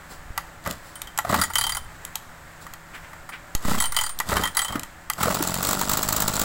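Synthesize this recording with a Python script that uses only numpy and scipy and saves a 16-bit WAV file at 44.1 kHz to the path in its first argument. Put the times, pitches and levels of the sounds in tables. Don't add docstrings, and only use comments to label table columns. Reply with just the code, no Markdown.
import sys
import numpy as np
from scipy import signal
from scipy.fft import rfft, irfft
from scipy.io import wavfile

SR = 44100
rng = np.random.default_rng(int(sys.argv[2]) if len(sys.argv) > 2 else 0)


def put_to_file(sound):
    columns = np.atleast_2d(sound).T
    safe = np.clip(columns, -1, 1)
    whole_steps = np.round(safe * 32767)
    wavfile.write(sys.argv[1], SR, whole_steps.astype(np.int16))


N = 284004
TIME = np.arange(N) / SR
CATCH_S = 5.17

# frequency in Hz, relative level in dB.
YARD_SPECTRUM = [(20, -3), (120, -8), (165, -12.5), (210, -14), (420, -18), (680, -12), (1300, -11),
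                 (1800, -10.5), (2250, -17.5), (2800, -23.5), (6000, -29), (7800, -23), (9500, -33.5),
                 (15500, -31.5)]
SWISH_SPECTRUM = [(700, -8.5), (1500, 9), (2300, 9), (3200, -1), (5000, -14), (9000, -32)]
SNAP_SPECTRUM = [(1200, -34), (2500, 4), (3600, 4.5), (5500, 0.5), (7700, 10.5), (9500, -4), (11500, 7),
                 (15500, -2.5)]
BODY_SPECTRUM = [(200, -37), (550, -16.5), (870, 1), (1020, 0.5), (1260, 5.5), (1650, -5), (1950, -5),
                 (2500, -12.5), (4000, -20)]
STRIKE_SPECTRUM = [(1500, -38), (2500, -15.5), (3200, 5.5), (4600, 5.5), (5500, 3.5), (7700, 10),
                   (9800, -2), (11000, 8.5), (12500, -2.5), (15500, 8)]
CORD_SPECTRUM = [(1200, -29), (2200, -5), (2700, 0.5), (3300, 1.5), (4800, 2), (6000, -3), (7800, 4.5),
                 (9500, -5.5), (11000, -2.5), (13000, -6), (15500, -2.5)]
CHURN_SPECTRUM = [(40, -7), (90, 10), (170, 3.5), (260, 4), (400, -3), (520, -1), (640, 3), (880, -4),
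                  (1250, 4), (1650, -7.5), (1980, 1.5), (2600, -48), (4000, -18), (6600, -60)]
PIPE_SPECTRUM = [(25, -32), (52, -6), (105, 3.5), (155, 4), (208, 0), (270, -1), (340, -8), (450, -9),
                 (800, 4), (2000, -58), (4000, -74)]
MUFFLER_SPECTRUM = [(300, -23.5), (500, -8.5), (625, 9), (760, 6), (900, 6.5), (1020, -5.5), (1150, 4.5),
                    (1260, 1), (1420, 5.5), (1650, -25), (1950, -20), (2500, -34), (4000, -30)]
THUMP_SPECTRUM = [(40, -20), (110, -10), (190, 24), (290, -1.5), (420, -22), (650, -20), (1000, -32),
                  (2000, -49)]
RASP_SPECTRUM = [(150, -4), (450, -21), (640, -4), (800, -8), (1150, -5), (1400, 0.5), (1650, -19),
                 (1950, -5), (2500, -34), (4000, -47)]
CLATTER_SPECTRUM = [(1200, 11.5), (2200, -1.5), (2700, 1.5), (4000, 3), (5200, 4.5), (6500, -3.5),
                    (7700, 7.5), (9000, -3.5), (11000, 2.5), (14000, -16), (15600, 6.5)]
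TICK_SPECTRUM = [(3000, -4.5), (5500, -5), (6600, 2), (7800, 6), (9000, -14), (15000, -4)]
CRACK_SPECTRUM = [(1200, -42), (2500, -13), (4100, 3), (5200, -5), (6500, -0.5), (7700, 9), (9200, -6.5),
                  (11000, -3), (13000, -3.5), (14200, 4), (15600, 5)]

# harmonic number, level in dB.
HUM_HARMONICS = [(1, -66), (2, -55.5), (3, -65), (4, -63), (7, -60.5), (9, -62), (17, -61)]
# centre in seconds, half width in seconds, level in dB.
AIR_GUSTS = [(0.299, 0.098, -42), (1.68, 0.16, -39), (3.9, 0.14, -42), (4.7, 0.15, -47), (6.3, 0.42, -38)]
# start in seconds, level in dB, decay in seconds.
DULL_THUDS = [(0.305, -28, 0.004), (1.616, -27.5, 0.0096), (1.657, -29, 0.005), (1.736, -46, 0.011),
              (1.768, -40, 0.0047), (3.551, -15.5, 0.03), (3.654, -18, 0.27), (4.71, -29, 0.0067)]

# frequency in Hz, relative level in dB, time to fall 60 dB in seconds.
CUP_MODES = [(3090, 6.5, 0.1), (3166, 8, 0.087), (4000, -10, 0.044), (4730, 0, 0.063), (7000, -3.5, 0.1),
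             (7900, -3, 0.12), (8930, 1, 0.15), (9420, 7, 0.051), (10850, 2.5, 0.094), (13100, -12, 0.044),
             (14200, -2, 0.063)]
HOUSING_MODES = [(888, -1, 0.065), (1050, -7, 0.07), (1181, -2.5, 0.045), (1366, 1.5, 0.037),
                 (1924, 0.5, 0.06), (1993, 1, 0.051), (2150, -24, 0.033)]
# start in seconds, relative snap and body levels in dB.
PLASTIC_CLICKS = [(0.3771, -22.5, -19.5), (0.6609, -42, -24.5), (0.6735, -27, -30.5), (1.0173, -25, -38),
                  (1.1759, -22, -38), (1.1872, -20.5, -17.5), (2.05, -28, -44), (2.1552, -20, -32.5),
                  (2.6662, -45, -36), (2.7364, -32.5, -39), (3.132, -65, -36.5), (3.5501, -20, -30),
                  (4.1882, -23.5, -50), (4.2007, -20.5, -17), (4.7947, -27.5, -38), (4.8328, -29, -32),
                  (5.0995, -16.5, -21), (5.134, -28.5, -43)]
# start and length in seconds, swish and hiss levels in dB.
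SLEEVE_RUSTLES = [(0.083, 0.075, -57, -39), (0.793, 0.16, -62, -45), (2.601, 0.052, -68, -41),
                  (2.931, 0.046, -36.5, -43), (3.025, 0.043, -45.5, -59), (3.316, 0.046, -34, -47)]
# start in seconds, relative ring and body levels in dB.
PAWL_CLINKS = [(0.955, -32.5, -42), (1.072, -36.5, -41), (1.4999, -40, -28.5), (1.7685, -22.5, -27),
               (3.29, -39.5, -31.5), (3.9212, -23, -30.5), (4.3672, -23.5, -34)]
# start in seconds, number of teeth, first gap
# in seconds, ratio of each gap to the last, relative ring and body levels in dB, fade per tooth in dB.
PAWL_RATCHETS = [(1.414, 2, 0.022, 1, -15, -18.5, 3.5), (1.555, 8, 0.028, .995, -13, -20.5, 1.5),
                 (3.8017, 4, 0.02, 0.89, -16, -24, 2), (3.9649, 6, 0.022, 1.074, -14.5, -20, 2.5),
                 (4.4358, 3, 0.018, 1.1, -19, -20.5, 3.5), (4.569, 6, 0.022, 1.17, -14, -19, 3)]
# first compression in seconds, number of compressions, their gap in
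# seconds, moment of peak effort in seconds, relative churn, cord, chuff and thump levels in dB.
CORD_PULLS = [(0.674, 2, 0.029, .68, -31, -40.5, -34, -29.5),
              (1.297, 4, .031, 1.335, -21, -32.5, -13, -26.5),
              (3.649, 5, 0.032, 3.72, -27.5, -32, -11, -26.5),
              (4.293, 5, .0335, 4.34, -22.5, -33.5, -11.5, -25),
              (4.703, 3, .0255, 4.76, -30.5, -48, -16, -39), (5.187, 6, 0.023, 5.27, -31, -43, -15.5, -29)]
# start in seconds, relative chuff and thump levels in dB, thump pitch in Hz.
ENGINE_COUGHS = [(0.673, -30, -29.5, 582), (1.248, -14.5, -24.5, 700), (1.342, 0.5, -43, 202),
                 (4.317, -9.5, -28, 460), (4.367, -2.5, -31, 400), (4.755, -11.5, -24.5, 269),
                 (5.209, -11, -29.5, 166), (5.27, -13, -25, 484), (5.281, -28, -23.5, 610),
                 (5.305, -5.5, -27, 610), (5.405, -15, -22, 318), (5.813, -25, -24, 950)]

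# time in seconds, speed in turns per second.
CRANK_SPEED = [(5.16, 43.34), (5.26, 38.81), (5.33, 49.0), (5.41, 32.87), (5.47, 45.05), (5.54, 43.47),
               (5.66, 49.47), (5.85, 47.95), (5.93, 51.91), (6.2, 52.34), (6.44, 51.27)]
# multiple of the crank speed, settled level in dB.
DRONE_HARMONICS = [(1, -44), (2, -41), (3, -43), (4, -38), (5, -43), (6, -49)]
# rough start in seconds, number of
# firings, spacing in turns, relative crack and body levels in dB, crack length in seconds.
FIRING_SPELLS = [(5.23, 1, 1, -24.5, -6, 0.0057), (5.347, 1, 1, -27, -18, 0.0058),
                 (5.427, 1, 1, -18, -24, .001), (5.475, 2, 3, -21, -24, .001),
                 (5.631, 6, 1, -23, -19, 0.0034), (5.794, 1, 1, -25.5, -39, .0017),
                 (5.814, 1, 1, -20.5, -15, 0.0019), (5.898, 3, 1, -23.5, -16, 0.0048),
                 (5.974, 2, 3, -23, -17, .005), (6.088, 4, 2, -22, -17, 0.0042),
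                 (6.224, 2, 3, -21.5, -14, 0.005), (6.339, 2, 1, -29, -41, 0.0057),
                 (6.397, 2, 1, -23, -17.5, 0.0047)]


def amp(db):
    return 10 ** (np.asarray(db) / 20)


def unit(x):
    return x / np.sqrt(np.mean(x ** 2) + 1e-20)


def gains(spectrum, size):
    hz, db = np.transpose(spectrum)
    return amp(np.interp(np.log(np.fft.rfftfreq(size, 1 / SR) + 1), np.log(hz), db))


def noise(spectrum, size=N):
    return unit(irfft(rfft(rng.standard_normal(size)) * gains(spectrum, size), size))


def impulse_response(spectrum, size=4096):
    log_gain = np.log(gains(spectrum, size))
    mirrored = np.r_[log_gain, log_gain[-2:0:-1]]
    minimum_phase = np.exp(np.conj(signal.hilbert(mirrored)))
    response = np.fft.ifft(minimum_phase).real
    return response / np.linalg.norm(response)


def wander(rate_hz):
    rolloff = 1 + (np.fft.rfftfreq(N, 1 / SR) / rate_hz) ** 4
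    return unit(irfft(rfft(rng.standard_normal(N)) / rolloff, N))


def add(mix, start_s, sound):
    part = mix[max(round(start_s * SR), 0):][:len(sound)]
    part += sound[:len(part)]


def burst(spectrum, rise, hold, decay, size=4096):
    t = TIME[:size]
    return noise(spectrum, size) * np.minimum(t / rise, 1) * np.exp(-np.maximum(t - hold, 0) / decay)


def ring(modes, spread_db, detune=0.0017, size=7000):
    hz, db, t60 = np.transpose(modes)[:, :, None]
    t = TIME[:size]
    level_draw, pitch_draw = rng.standard_normal((2, len(modes), 1))
    weight = amp(db + spread_db * level_draw)
    blur = 0.008 * np.cumsum(rng.standard_normal((len(modes), size)), axis=1)
    cycles = hz * (1 + detune * pitch_draw) * t + blur + rng.random(hz.shape)
    waves = weight * amp(-60 * t / t60) * np.sin(2 * np.pi * cycles)
    return waves.sum(0) / np.linalg.norm(weight) * np.minimum(t / 0.0023, 1)


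def yard(wash_db=-45, still_air_db=-54, hum_hz=81.5):
    swell = amp(0.8 * wander(5))
    wash = amp(wash_db) * noise(YARD_SPECTRUM) * swell
    gusts = sum(amp(db) * np.exp(-((TIME - centre) / width) ** 2) for centre, width, db in AIR_GUSTS)
    air = noise([(15, -1), (35, -7.5), (90, -8.5), (200, -27.5), (600, -67)])
    rumble = (amp(still_air_db) + gusts) * air * amp(2 * wander(13))
    phase = 2 * np.pi * np.cumsum(hum_hz * (1 + 0.00397 * wander(3.54))) / SR
    hum = sum(amp(db + 2 * wander(0.57)) * np.sin(round(k) * phase) for k, db in HUM_HARMONICS)
    return wash + rumble + hum


def wall_echoes(sound, t60=0.3, echoes_per_s=3000):
    t = TIME[:SR // 2]
    taps = rng.standard_normal(len(t)) * (rng.random(len(t)) < echoes_per_s / SR)
    taps *= (t > 0.005) * amp(-60 * t / t60)
    colour = gains([(100, 8.5), (1000, -0.5), (4000, 5), (8000, 0), (15000, 1)], len(t))
    tail = irfft(rfft(taps / np.linalg.norm(taps)) * colour, len(t))
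    return amp(-15) * signal.oaconvolve(sound, tail)[:N]


def dull_thuds(rise_s=0.00035):
    out, t = np.zeros(N), TIME[:SR]
    for start, db, decay in DULL_THUDS:
        add(out, start, amp(db) * (1 - np.exp(-t / rise_s)) * np.exp(-t / decay))
    return out


def handling():
    out = np.zeros(N)
    for start, snap_db, body_db in PLASTIC_CLICKS:
        add(out, start, amp(snap_db + 2) * burst(SNAP_SPECTRUM, rise=0.0008, hold=0.0017, decay=0.0017))
        add(out, start, amp(snap_db - 15) * ring(CUP_MODES, spread_db=5))
        knock = burst(BODY_SPECTRUM, rise=0.00027, hold=0.00095, decay=0.0065)
        add(out, start, amp(body_db - 0.5) * knock)
        add(out, start, amp(body_db + 3) * ring(HOUSING_MODES, spread_db=3.5))
    for start, length, swish_db, hiss_db in SLEEVE_RUSTLES:
        half = length / 2
        for spectrum, db in (SWISH_SPECTRUM, swish_db), (CLATTER_SPECTRUM, hiss_db):
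            add(out, start, amp(db) * burst(spectrum, rise=half, hold=half, decay=half, size=16384))
    return out


def clink(ring_db, body_db):
    out = amp(ring_db + 0.5) * ring(CUP_MODES, spread_db=9, detune=0.0052)
    add(out, 0, amp(ring_db + 1) * burst(STRIKE_SPECTRUM, rise=0.0009, hold=0.00067, decay=0.0037))
    rebound_s = rng.uniform(0.006, 0.016)
    chatter = burst(STRIKE_SPECTRUM, rise=0.0019, hold=0.0011, decay=0.0097)
    add(out, rebound_s, amp(ring_db - 14.5) * chatter)
    add(out, 0, amp(body_db - 2.5) * burst(BODY_SPECTRUM, rise=0.0056, hold=0.0072, decay=0.0065))
    return out + amp(body_db + 4.5) * ring(HOUSING_MODES, spread_db=9.5, detune=0.0051)


def starter_pawl(graze_s=0.02):
    out = np.zeros(N)
    for start, ring_db, body_db in PAWL_CLINKS:
        add(out, start, clink(ring_db, body_db))
    for start, teeth, gap, gap_ratio, ring_db, body_db, fade_db in PAWL_RATCHETS:
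        add(out, start - graze_s, amp(-14.5) * clink(ring_db, body_db + 2))
        for tooth in range(round(teeth)):
            add(out, start, amp(-fade_db * tooth) * clink(ring_db, body_db))
            start += gap * gap_ratio ** tooth
    return out


def chuff(chuff_db, thump_db, thump_hz, thump_s=0.0029):
    t = TIME[:4096]
    puff = burst(BODY_SPECTRUM, rise=0.00081, hold=0.0043, decay=0.007)
    pop = t / thump_s * np.exp(1 - t / thump_s) * np.sin(2 * np.pi * thump_hz * t)
    return amp(chuff_db - 14.5) * puff + amp(thump_db + 4.5) * pop


def cranking(crankcase_hz=195, tighten_s=0.027, slack_s=0.022, coast_s=0.055, effort_db_per_s=64):
    out, churn_level, cord_level = np.zeros((3, N))
    for first, compressions, gap, peak, churn_db, cord_db, chuff_db, thump_db in CORD_PULLS:
        times = first + gap * np.arange(round(compressions))
        before, after = np.maximum(first - TIME, 0), np.maximum(TIME - times[-1], 0)
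        effort = amp(-effort_db_per_s * abs(TIME - peak)) * np.exp(-after / coast_s)
        chug = 1 + 0.28 * np.cos(2 * np.pi * (TIME - first - 0.005) / gap)
        churn_level += amp(churn_db - 3.5) * effort * np.exp(-before / tighten_s) * chug
        cord_level += amp(cord_db + 3) * effort * np.exp(-before / slack_s)
        for start in times:
            thump_hz = crankcase_hz * np.exp(0.16 * rng.standard_normal())
            add(out, start, effort[round(start * SR)] * chuff(chuff_db, thump_db, thump_hz))
    for start, *cough in ENGINE_COUGHS:
        add(out, start, chuff(*cough))
    out += churn_level * noise(CHURN_SPECTRUM) * amp(2.5 * wander(90))
    scrape = unit(amp(5 * wander(170)))
    return out + cord_level * noise(CORD_SPECTRUM) * scrape


def crank_turns():
    return np.cumsum(np.interp(TIME, *np.transpose(CRANK_SPEED), left=0)) / SR


def firing_events():
    turns = crank_turns()
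    for start, count, spacing, *sound in FIRING_SPELLS:
        first_turn = round(turns[round(start * SR)])
        for k in range(round(count)):
            yield np.searchsorted(turns, first_turn + k * round(spacing)) / SR, *sound


def exhaust_drone(settle_s=0.98):
    phase = 2 * np.pi * crank_turns()
    settled = np.clip((TIME - CATCH_S) / settle_s, 0, 1)
    return settled * sum(amp(db + 1.5 * wander(10)) * np.cos(round(k) * phase)
                         for k, db in DRONE_HARMONICS)


def engine_idle(rise_s=0.038, flare_db=3, flare_s=0.34, shake_s=0.019):
    turns, age = crank_turns(), np.maximum(TIME - CATCH_S, 0)
    flare = amp(flare_db * np.exp(-(age / flare_s) ** 2))
    running = np.minimum(age / rise_s, 1) * flare
    exhaust_level, clatter_level = amp(-34) * running, amp(-30) * running
    for start, *_ in firing_events():
        add(clatter_level, start, amp(-32.5) * np.exp(-TIME[:SR // 2] / shake_s))
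    mean_speed = np.mean(CRANK_SPEED, axis=0)[1]
    pulses = np.diff(np.floor(turns), prepend=0) * np.sqrt(SR / mean_speed)
    charge, slack = rng.standard_normal((200, 2))[turns.astype(int)].T
    strength = amp(1.3 * charge)

    def once_a_turn(at, sharpness):
        return np.exp(sharpness * (np.cos(2 * np.pi * (turns - at)) - 1))

    pipe_and_muffler = amp(-4.5) * impulse_response(PIPE_SPECTRUM) + impulse_response(MUFFLER_SPECTRUM)
    putter = signal.oaconvolve(pulses * strength, pipe_and_muffler)[:N]
    throb = amp(-13) * noise(THUMP_SPECTRUM)
    gas_flow = 0.15 + 1.15 * once_a_turn(0.08, 5) + 0.2 * once_a_turn(0.55, 6)
    rasp = strength * gas_flow * noise(RASP_SPECTRUM)
    shaking = (0.35 + 0.7 * once_a_turn(-0.04, 2)) * amp(2.5 * wander(200))
    rattle = amp(2) * shaking * noise(CLATTER_SPECTRUM)
    slap = amp(4 * slack - 1.5) * once_a_turn(0.47, 14) * noise(TICK_SPECTRUM)
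    return exhaust_level * (putter + throb + rasp) + clatter_level * (rattle + slap)


def hard_firings(bark_lead_s=0.001563, rebound_s=0.011):
    out = np.zeros(N)
    for start, crack_db, body_db, length in firing_events():
        crack = burst(CRACK_SPECTRUM, rise=0.00017, hold=length, decay=0.0026)
        bark = burst(BODY_SPECTRUM, rise=0.00066, hold=0.0054, decay=0.0088)
        tick = burst(TICK_SPECTRUM, rise=0.0013, hold=0.00039, decay=0.0017)
        add(out, start - length / 2, amp(crack_db + 6) * crack)
        add(out, start - bark_lead_s, amp(body_db - 11) * bark)
        add(out, start + rebound_s, amp(crack_db + 2) * tick)
    return out


def scene():
    cutter = starter_pawl() + handling() + cranking() + engine_idle() + exhaust_drone() + hard_firings()
    return (cutter + wall_echoes(cutter) + dull_thuds() + yard())[None]


def record(dry, cutoff_hz=15900):
    lowpass = signal.firwin(401, cutoff_hz, window=("kaiser", 8), fs=SR)
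    return signal.oaconvolve(dry, lowpass[None], "same")


dry = scene()
out = record(dry)
put_to_file(out)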